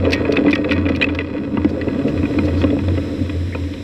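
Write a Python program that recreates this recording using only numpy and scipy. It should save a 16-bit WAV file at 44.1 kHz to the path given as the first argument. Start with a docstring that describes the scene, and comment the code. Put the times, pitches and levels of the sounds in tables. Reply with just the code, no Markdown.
"""Miniature steam locomotive rolling along a garden track, heard beside its wheels.
The wheels rumble through the frame, which sways on its springs and thuds at bumps. Loose rods and
couplings clank and rattle, grit cracks on the rail, rubbing steel squeaks briefly.
Steam spits and hisses louder as the clanking thins out."""
import sys
import numpy as np
from scipy import signal
from scipy.fft import rfft, irfft
from scipy.io import wavfile
from scipy.ndimage import uniform_filter1d

SR = 44100
rng = np.random.default_rng(int(sys.argv[2]) if len(sys.argv) > 2 else 0)


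def put_to_file(sound):
    """Save the sound as 16-bit audio at rate SR, in the file named by the first command-line argument."""
    columns = np.atleast_2d(sound).T  # one column per channel
    safe = np.clip(columns, -1, 1)
    whole_steps = np.round(safe * 32767)
    wavfile.write(sys.argv[1], SR, whole_steps.astype(np.int16))


N = 168903
T = np.arange(N) / SR
HOLLOW_ABOVE_HZ = 360

# frame modes: f/Hz, level/dB, t60/s
FRAME_MODES = [(211.3, -7, 0.14), (263.4, 0.5, 0.061), (295.2, 2.5, 0.082), (398, -6.5, 0.053),
               (439.3, -5.5, 0.067), (509.7, -3, 0.041), (568.2, -12.5, 0.086), (649.6, -17.5, 0.077)]
# side plate modes: f/Hz, level/dB, t60/s
PLATE_MODES = [(925.3, -4.5, 0.15), (1017, -9, 0.23), (980, 3, .02), (1146, 5.5, 0.031), (1313, 2, 0.052),
               (1473, 2.5, 0.036), (1669, -6, 0.11)]
# steel running gear modes: f/Hz, level/dB, t60/s
GEAR_MODES = [(1984, -3.5, 0.046), (2400, -2.5, 0.014), (2510, 3.5, 0.025), (2920, -6.5, 0.014),
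              (3370, -3, 0.014), (3475, -3.5, 0.014), (4016, -10, 0.027), (4990, -13.5, 0.021),
              (5460, -19, 0.053), (6800, -14, 0.009)]
# body jolt: f/Hz, level/dB
JOLT_SPECTRUM = [(20, -16), (45, -23.5), (65, -3), (88, 0.5), (112, 0.5), (140, 2), (175, -10), (300, 5.5),
                 (900, -75.5)]
# dry metal knock: f/Hz, level/dB
KNOCK_SPECTRUM = [(400, -29.5), (800, -17.5), (1250, 2), (1650, -2.5), (2000, 6.5), (2700, -2), (3100, -2),
                  (4000, -16), (4500, -23), (7000, -29)]
# treble loss in a steel contact: f/Hz, level/dB
CONTACT_SPECTRUM = [(4500, -0.5), (6000, -11.5), (7500, -5.5), (9500, -19), (15000, -32.5)]
# small rattles: t/s, level/dB
RATTLE_ENVELOPE = [(0, -32.5), (.5, -33.5), (.6, -41), (.75, -34.5), (.92, -35), (1.12, -41), (1.25, -38),
                   (1.5, -43), (2.0, -39.5), (2.6, -40.5), (3.0, -43), (3.83, -52)]


def undb(db):
    """Decibels to gain."""
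    return 10 ** (np.asarray(db) / 20)


def unit(x):
    """Scale to rms 1."""
    return x / np.sqrt(np.mean(x ** 2))


def peak(x):
    """Scale to peak 1."""
    return x / np.abs(x).max()


def curve(rows):
    """Gain over time from rows of t/s, level/dB."""
    return undb(np.interp(T, *np.array(rows).T))


def walk(rate_hz):
    """Smooth random drift, rms 1."""
    hold = max(int(SR / rate_hz), 1)
    steps = np.repeat(rng.standard_normal(N // hold + 2), hold)
    return unit(uniform_filter1d(steps, hold)[:N])


def response(spectrum, size=8192):
    """Minimum-phase impulse response from rows of f/Hz, level/dB."""
    hz, db = np.array(spectrum).T
    bins_hz = np.arange(size // 2 + 1) * SR / size
    gain = undb(np.interp(np.log(bins_hz + 1), np.log(hz), db))
    cepstrum = irfft(np.log(gain))
    cepstrum[1:size // 2] *= 2
    cepstrum[size // 2 + 1:] = 0
    return irfft(np.exp(rfft(cepstrum)))


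def ring(modes, size=8192):
    """Impulse response of damped modes, alternating in sign."""
    t = T[:size]
    return sum((-1) ** k * undb(db) * np.sin(2 * np.pi * hz * t) * np.exp(-np.log(1000) * t / t60_s)
               for k, (hz, db, t60_s) in enumerate(modes))


def frame_rings(modes):
    """Impulse responses of the low modes and the hollow upper modes."""
    return (ring([mode for mode in modes if mode[0] < HOLLOW_ABOVE_HZ]),
            ring([mode for mode in modes if mode[0] >= HOLLOW_ABOVE_HZ]))


def struck(modes, detune, scatter_db=3):
    """Modes with pitch and weight scattered by a random strike spot."""
    draws = rng.standard_normal((len(modes), 2))
    return [(hz * (1 + detune * a), db + scatter_db * b, t60_s)
            for (hz, db, t60_s), (a, b) in zip(modes, draws)]


def through(force, body):
    """Pass a force through a body."""
    return signal.fftconvolve(force, body)[:len(force)]


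def strike(body, contact_s, chatter, size=1024):
    """One blow on a body: impulse plus brief contact chatter; peak 1."""
    age = T[:size] / contact_s
    force = rng.standard_normal(size) * np.sqrt(age) * np.exp(-age)
    force *= chatter / np.linalg.norm(force)
    force[0] += 1
    return peak(signal.fftconvolve(force, body))


def push(body, contact_s):
    """Body driven by a wheel rising over a bump and dropping back; peak 1."""
    t = T[:1024]
    force = np.gradient(t ** 2 * np.exp(-t / contact_s))
    return peak(through(body, force))


def knocks(rate_hz, spread_db=2):
    """Random train of small, uneven impacts."""
    impulses = (rng.random(N) < rate_hz / SR) * rng.choice([-1, 1], N)
    return impulses * undb(spread_db * np.minimum(rng.exponential(size=N), 4.5))


def add(out, start_s, x):
    """Mix x into out."""
    i = max(int(start_s * SR), 0)
    out[i:i + len(x)] += x[:N - i]


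def rolling():
    """Rough rail makes the frame drone, rings the side plates and shakes the body."""
    # wheel rumble: t/s, level/dB
    rumble_envelope = [(0, -19.5), (.3, -19.5), (.55, -25), (.9, -18.5), (1.15, -27), (1.5, -24),
                       (1.7, -24.5), (2.1, -21.5), (2.35, -25.5), (2.45, -24), (2.65, -20), (2.9, -26.5),
                       (3.1, -24.5), (3.4, -29), (3.65, -32), (3.83, -30.5)]
    # hollow frame ring: t/s, level/dB
    hollow_envelope = [(0, -19.5), (.45, -25.5), (.9, -27), (1.3, -30.5), (2.6, -26.5), (3.1, -34.5),
                       (3.83, -40)]
    # low body shake: t/s, level/dB
    shake_envelope = [(0, -29.5), (.8, -30), (1.4, -32), (2.2, -24), (2.7, -24.5), (3.1, -28.5),
                      (3.83, -33.5)]
    flutter_db, plate_db = 2.5, -23
    low, upper = frame_rings(FRAME_MODES)
    drone = unit(through(knocks(rate_hz=700), low))
    hollow = unit(through(knocks(rate_hz=700) * undb(flutter_db * walk(rate_hz=24.95)), upper))
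    shake = unit(through(knocks(rate_hz=600), response(JOLT_SPECTRUM)))
    plates = unit(through(knocks(rate_hz=1500), ring(PLATE_MODES)))
    rumble = curve(rumble_envelope) * (drone + undb(plate_db) * plates)
    return rumble + curve(hollow_envelope) * hollow + curve(shake_envelope) * shake


def boom():
    """The sprung body drones at one low, slightly wandering resonance."""
    # body boom: t/s, level/dB
    envelope = [(0, -18), (.14, -23), (.25, -33.5), (.68, -31), (.74, -19), (.9, -22), (.98, -25.5),
                (1.01, -34.5), (1.12, -22.5), (1.25, -29.5), (1.5, -42.5), (1.6, -22), (1.85, -30.5),
                (2.12, -37), (2.19, -20.5), (2.31, -40), (2.37, -21.5), (2.66, -16), (2.74, -31.5),
                (2.9, -14.5), (3.14, -36.5), (3.21, -20), (3.3, -26.5), (3.38, -18.5), (3.54, -27),
                (3.65, -21), (3.83, -38.5)]
    resonance_hz, wander, gain_db, flutter_db = 87.26, 0.0253, -1, 1
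    hz = resonance_hz * (1 + wander * walk(rate_hz=30))
    tone = unit(np.sin(2 * np.pi * np.cumsum(hz) / SR))
    return tone * curve(envelope) * undb(gain_db - flutter_db * walk(rate_hz=22.46))


def rattles():
    """Flurries of small knocks in the gear and side plates."""
    flurry_db, gear_db, knock_db, plate_db = 2, -5.5, -5, -5
    force = knocks(rate_hz=420, spread_db=3.6) * undb(flurry_db * walk(rate_hz=35))
    steel = undb(gear_db) * unit(through(force, ring(GEAR_MODES)))
    steel += undb(knock_db) * unit(through(force, response(KNOCK_SPECTRUM)))
    steel += undb(plate_db) * unit(through(force, ring(PLATE_MODES)))
    return curve(RATTLE_ENVELOPE) * through(steel, response(CONTACT_SPECTRUM))


def steam():
    """A steam jet hisses through the resonances of its outlet."""
    # steam jet: f/Hz, level/dB
    jet_spectrum = [(500, 12), (1150, -24.5), (1500, -3.5), (1900, 2.5), (2900, -3.5), (3450, -1.5),
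                    (3700, -4), (3930, 2.5), (4500, -16), (5150, -3), (5500, -8), (6200, -17),
                    (7250, -19.5), (7550, -9), (8200, -20.5), (10700, -23), (11900, -27.5), (13200, -28),
                    (14900, -28.5), (15600, -52)]
    # escaping steam: t/s, level/dB
    envelope = [(0, -44.5), (1.3, -49.5), (1.7, -44), (2.1, -39.5), (2.4, -36), (2.7, -39.5), (3.0, -36.5),
                (3.83, -37)]
    return unit(through(rng.standard_normal(N), response(jet_spectrum))) * curve(envelope)


def clanks():
    """Slack rods and couplings knock and rebound once; gear, plates and one loose rod ring."""
    # blows: t/s, level/dB, plate offset/dB, f favoured by the struck spot/Hz
    blows = [(.0508, -14, -2, 3400), (0.0977, -19, -20, 2500), (0.1202, -15, -24, 2000),
             (0.127, -10.5, -16, 1900), (.1325, -7.5, -24, 3240), (0.1406, -14, -25, 2400),
             (0.2507, -11.5, -2.5, 2450), (0.365, -12, 0, 2000), (0.3699, -4, -23, 2530),
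             (0.463, -17.5, 2, 2450), (0.4817, -10.5, -2.5, 2100), (0.5292, -3, -30, 2660),
             (.532, -14, -20, 3440), (0.5554, -11, -4.5, 2630), (0.6443, -13, -2, 2530),
             (0.693, -13.5, -28, 3400), (0.71, -7, -17, 2530), (0.7182, -7.5, -1.5, 2400),
             (.731, -12, -23, 3400), (0.8542, -16.5, -15, 2600), (.8634, -13.5, -4, 2510),
             (0.8862, -14, -7, 2000), (0.9496, -16, -16, 2900), (1.0138, -4.5, -12, 2520),
             (1.0213, -5.5, -31, 2680), (1.0251, -3, -28, 2540), (1.0275, -10, -26, 2540),
             (1.042, -5, -20, 2600), (1.0656, -20, -2, 2500), (1.0872, -16, -4, 2550),
             (1.0942, -18, -8, 2450), (1.1474, -19.5, 1, 3500), (1.188, -6.5, -19, 2480),
             (1.2083, -15.5, -22, 2550), (1.571, -16.5, 2, 2410), (1.6452, -15, -2, 2270),
             (1.8133, -13.5, -15, 2620), (1.8827, -18.5, -3, 2040), (1.991, -23.5, 2.5, 2930),
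             (2.081, -19.5, -9, 2590), (2.2294, -21, -2, 2300), (2.2537, -18, -3, 2610),
             (2.386, -11.5, -0.5, 2550), (2.615, -14.5, -7, 2800), (2.6385, -12.5, -2, 2400),
             (2.669, -25, 1, 2400), (2.703, -17, -13, 1920), (2.7892, -19.5, 1.5, 2300),
             (2.8838, -18, -2.5, 2090), (2.9778, -19, -4.5, 2500), (3.2945, -18.5, -5, 1960),
             (3.2968, -21, -21, 3350), (3.5485, -18, 1.5, 2530), (3.737, -22, -7, 2920)]
    # loose rod modes: f/Hz, level/dB, t60/s
    rod_modes = [(1874, 3.5, 0.25), (2290, -7, .2), (2280, 1.5, 0.15)]
    # blows on the rod: t/s, level/dB
    rod_hits = [(0.132, -17), (0.532, -20), (0.719, -22)]
    gain_db, plate_trim_db, knock_db, rebound_db = -2.5, -2.5, -8.5, -11
    spot_db_per_octave, mean_rebound_s = 12.5, 0.005
    out, plate, knock = np.zeros(N), ring(PLATE_MODES), response(KNOCK_SPECTRUM)
    for start_s, db, plate_db, spot_hz in blows:
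        gear = ring([(hz, mode_db - spot_db_per_octave * abs(np.log2(hz / spot_hz)), t60_s)
                     for hz, mode_db, t60_s in struck(GEAR_MODES, detune=0.03)])
        gear_db = 1.5 + 0.17 * db  # light blows stay drier
        gain = undb(db + gain_db)
        for body, part_db in (gear, gear_db), (plate, plate_db + plate_trim_db):
            add(out, start_s, gain * undb(part_db) * strike(body, contact_s=0.0011, chatter=1.35))
        rebound_s = start_s + mean_rebound_s * (0.5 + rng.random())
        for hit_s, hit_db in (start_s, knock_db), (rebound_s, rebound_db):
            add(out, hit_s, gain * undb(hit_db) * strike(knock, contact_s=0.0019, chatter=3.7))
    for start_s, db in rod_hits:
        add(out, start_s, undb(db) * peak(ring(rod_modes)))
    return through(out, response(CONTACT_SPECTRUM))


def bumps():
    """Wheels ride over bumps: the frame thuds and knocks, the heavier body jolts more slowly."""
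    # track bumps: t/s, level/dB, jolt offset/dB, hollow knock offset/dB
    track_bumps = [(0.068, -12.5, -16, 8.5), (0.251, -6, -29, -4), (0.29, -1.5, -19, -2.5),
                   (0.325, -2, -20, -5), (0.384, 1.5, -33, -11.5), (0.412, -4, -21, -21),
                   (0.449, -2, -28, -8), (0.47, 4.5, -29, -14), (0.494, -3.5, -27, -22),
                   (0.533, 0.5, -27, -23), (0.587, -4.5, -27, -16), (0.856, -10, -31, -8.5),
                   (0.9, -1, -17, -10.5), (1.026, -3.5, -17, -16), (1.07, -10, -20, -23),
                   (1.54, -6.5, -2, -27.5), (1.573, -2, -1.5, -19), (1.647, 5.5, -27, -40),
                   (1.709, -11.5, 0, -7), (1.873, -3.5, 1, -9), (1.956, -5.5, -21, -25),
                   (2.046, -5.5, -1, -19), (2.232, -2.5, 2, -17), (2.342, -11.5, 3, -3.5),
                   (2.385, 2, -12, -18), (2.475, -13, -18, 0), (2.639, 1, -6, -5), (2.725, -5.5, -7, -3.5),
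                   (2.768, -5.5, -14, -7.5), (2.882, -11, -13, -3), (2.975, -10, 0.5, -3.5),
                   (3.212, -7, 0, -11.5), (3.548, -18, 3, 3.5)]
    gain_db, jolt_trim_db, hollow_trim_db, frame_contact_s = -7.5, 0.5, 4.5, 0.00019
    out, jolt = np.zeros(N), push(response(JOLT_SPECTRUM), contact_s=0.00075)
    for start_s, db, jolt_db, hollow_db in track_bumps:
        low, upper = frame_rings(struck(FRAME_MODES, detune=0.015))
        thud = push(low, frame_contact_s)
        hollow = undb(hollow_db + hollow_trim_db) * push(upper, frame_contact_s)
        add(out, start_s, undb(db + gain_db) * (thud + hollow + undb(jolt_db + jolt_trim_db) * jolt))
    return out


def grit():
    """Small stones crack between wheel and rail; finer grains tick while the gear rattles."""
    # stone cracks: t/s, level/dB
    cracks = [(0.106, -25), (.120, -18.5), (0.129, -15), (.132, -15), (0.144, -23), (0.322, -20.5),
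              (0.359, -32), (0.508, -21.5), (0.515, -23), (0.552, -22.5), (0.703, -33.5), (0.72, -24.5),
              (.732, -34), (0.889, -29), (.960, -23), (1.149, -26.5), (1.645, -34.5)]
    # cracking grit: f/Hz, level/dB
    crack_spectrum = [(800, -25.5), (2500, 5.5), (4000, 2.5), (4500, 3), (5000, 0.5), (5700, -2),
                      (6800, -20), (9000, -18.5), (12000, -34.5), (13300, -26), (14300, -27.5),
                      (15000, -18), (15600, -43.5)]
    crack_db, grains_db = 3, -23
    out, crack = np.zeros(N), response(crack_spectrum)
    for start_s, db in cracks:
        add(out, start_s, undb(db + crack_db) * strike(crack, contact_s=0.003, chatter=13))
    tick = through(crack, response(CONTACT_SPECTRUM))
    grains = unit(through(knocks(rate_hz=260, spread_db=7.5), tick))
    return out + undb(grains_db) * curve(RATTLE_ENVELOPE) * grains


def squeaks():
    """Steel slips on steel with a brief falling squeak."""
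    # slips: t/s, length/s, start f/Hz, level/dB
    slips = [(1.574, 0.012, 1300, -26), (2.225, 0.019, 1180, -33), (2.642, 0.013, 1270, -24.5),
             (3.522, .024, 2260, -30.5)]
    fall, roughness = 0.2, 0.077
    out = np.zeros(N)
    for start_s, length_s, start_hz, db in slips:
        progress = np.linspace(0, 1, int(length_s * SR))
        hz = start_hz * (1 - fall * progress + roughness * walk(rate_hz=380)[:len(progress)])
        swell = np.sqrt(4 * progress * (1 - progress))
        add(out, start_s, undb(db) * swell * np.sin(2 * np.pi * np.cumsum(hz) / SR))
    return out


def spits():
    """Soft puffs of wet steam from the cylinder swell and die away."""
    # puffs: t/s, length/s, level/dB
    puffs = [(1.686, 0.025, -43), (2.067, 0.041, -43), (2.445, 0.025, -39), (2.554, 0.095, -42)]
    # wet steam: f/Hz, level/dB
    puff_spectrum = [(2000, -3), (4500, 4), (8800, -20), (11000, -26)]
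    gate = np.zeros(N)
    for start_s, length_s, db in puffs:
        add(gate, start_s, undb(db) * np.sin(np.linspace(0, np.pi, int(length_s * SR))))
    return gate * unit(through(rng.standard_normal(N), response(puff_spectrum)))


def scene():
    """All sources, close, in mono."""
    body = rolling() + boom() + bumps()
    steel_and_grit = clanks() + rattles() + grit() + squeaks()
    return (body + steel_and_grit + spits() + steam())[None]


def record(dry):
    """Soft-clip the peaks, then low-pass."""
    top_hz = 15200
    rounded = np.tanh(0.86 * dry) / 0.81
    return signal.sosfilt(signal.ellip(8, 0.2, 70, top_hz, fs=SR, output="sos"), rounded)


dry = scene()
out = record(dry)
put_to_file(out)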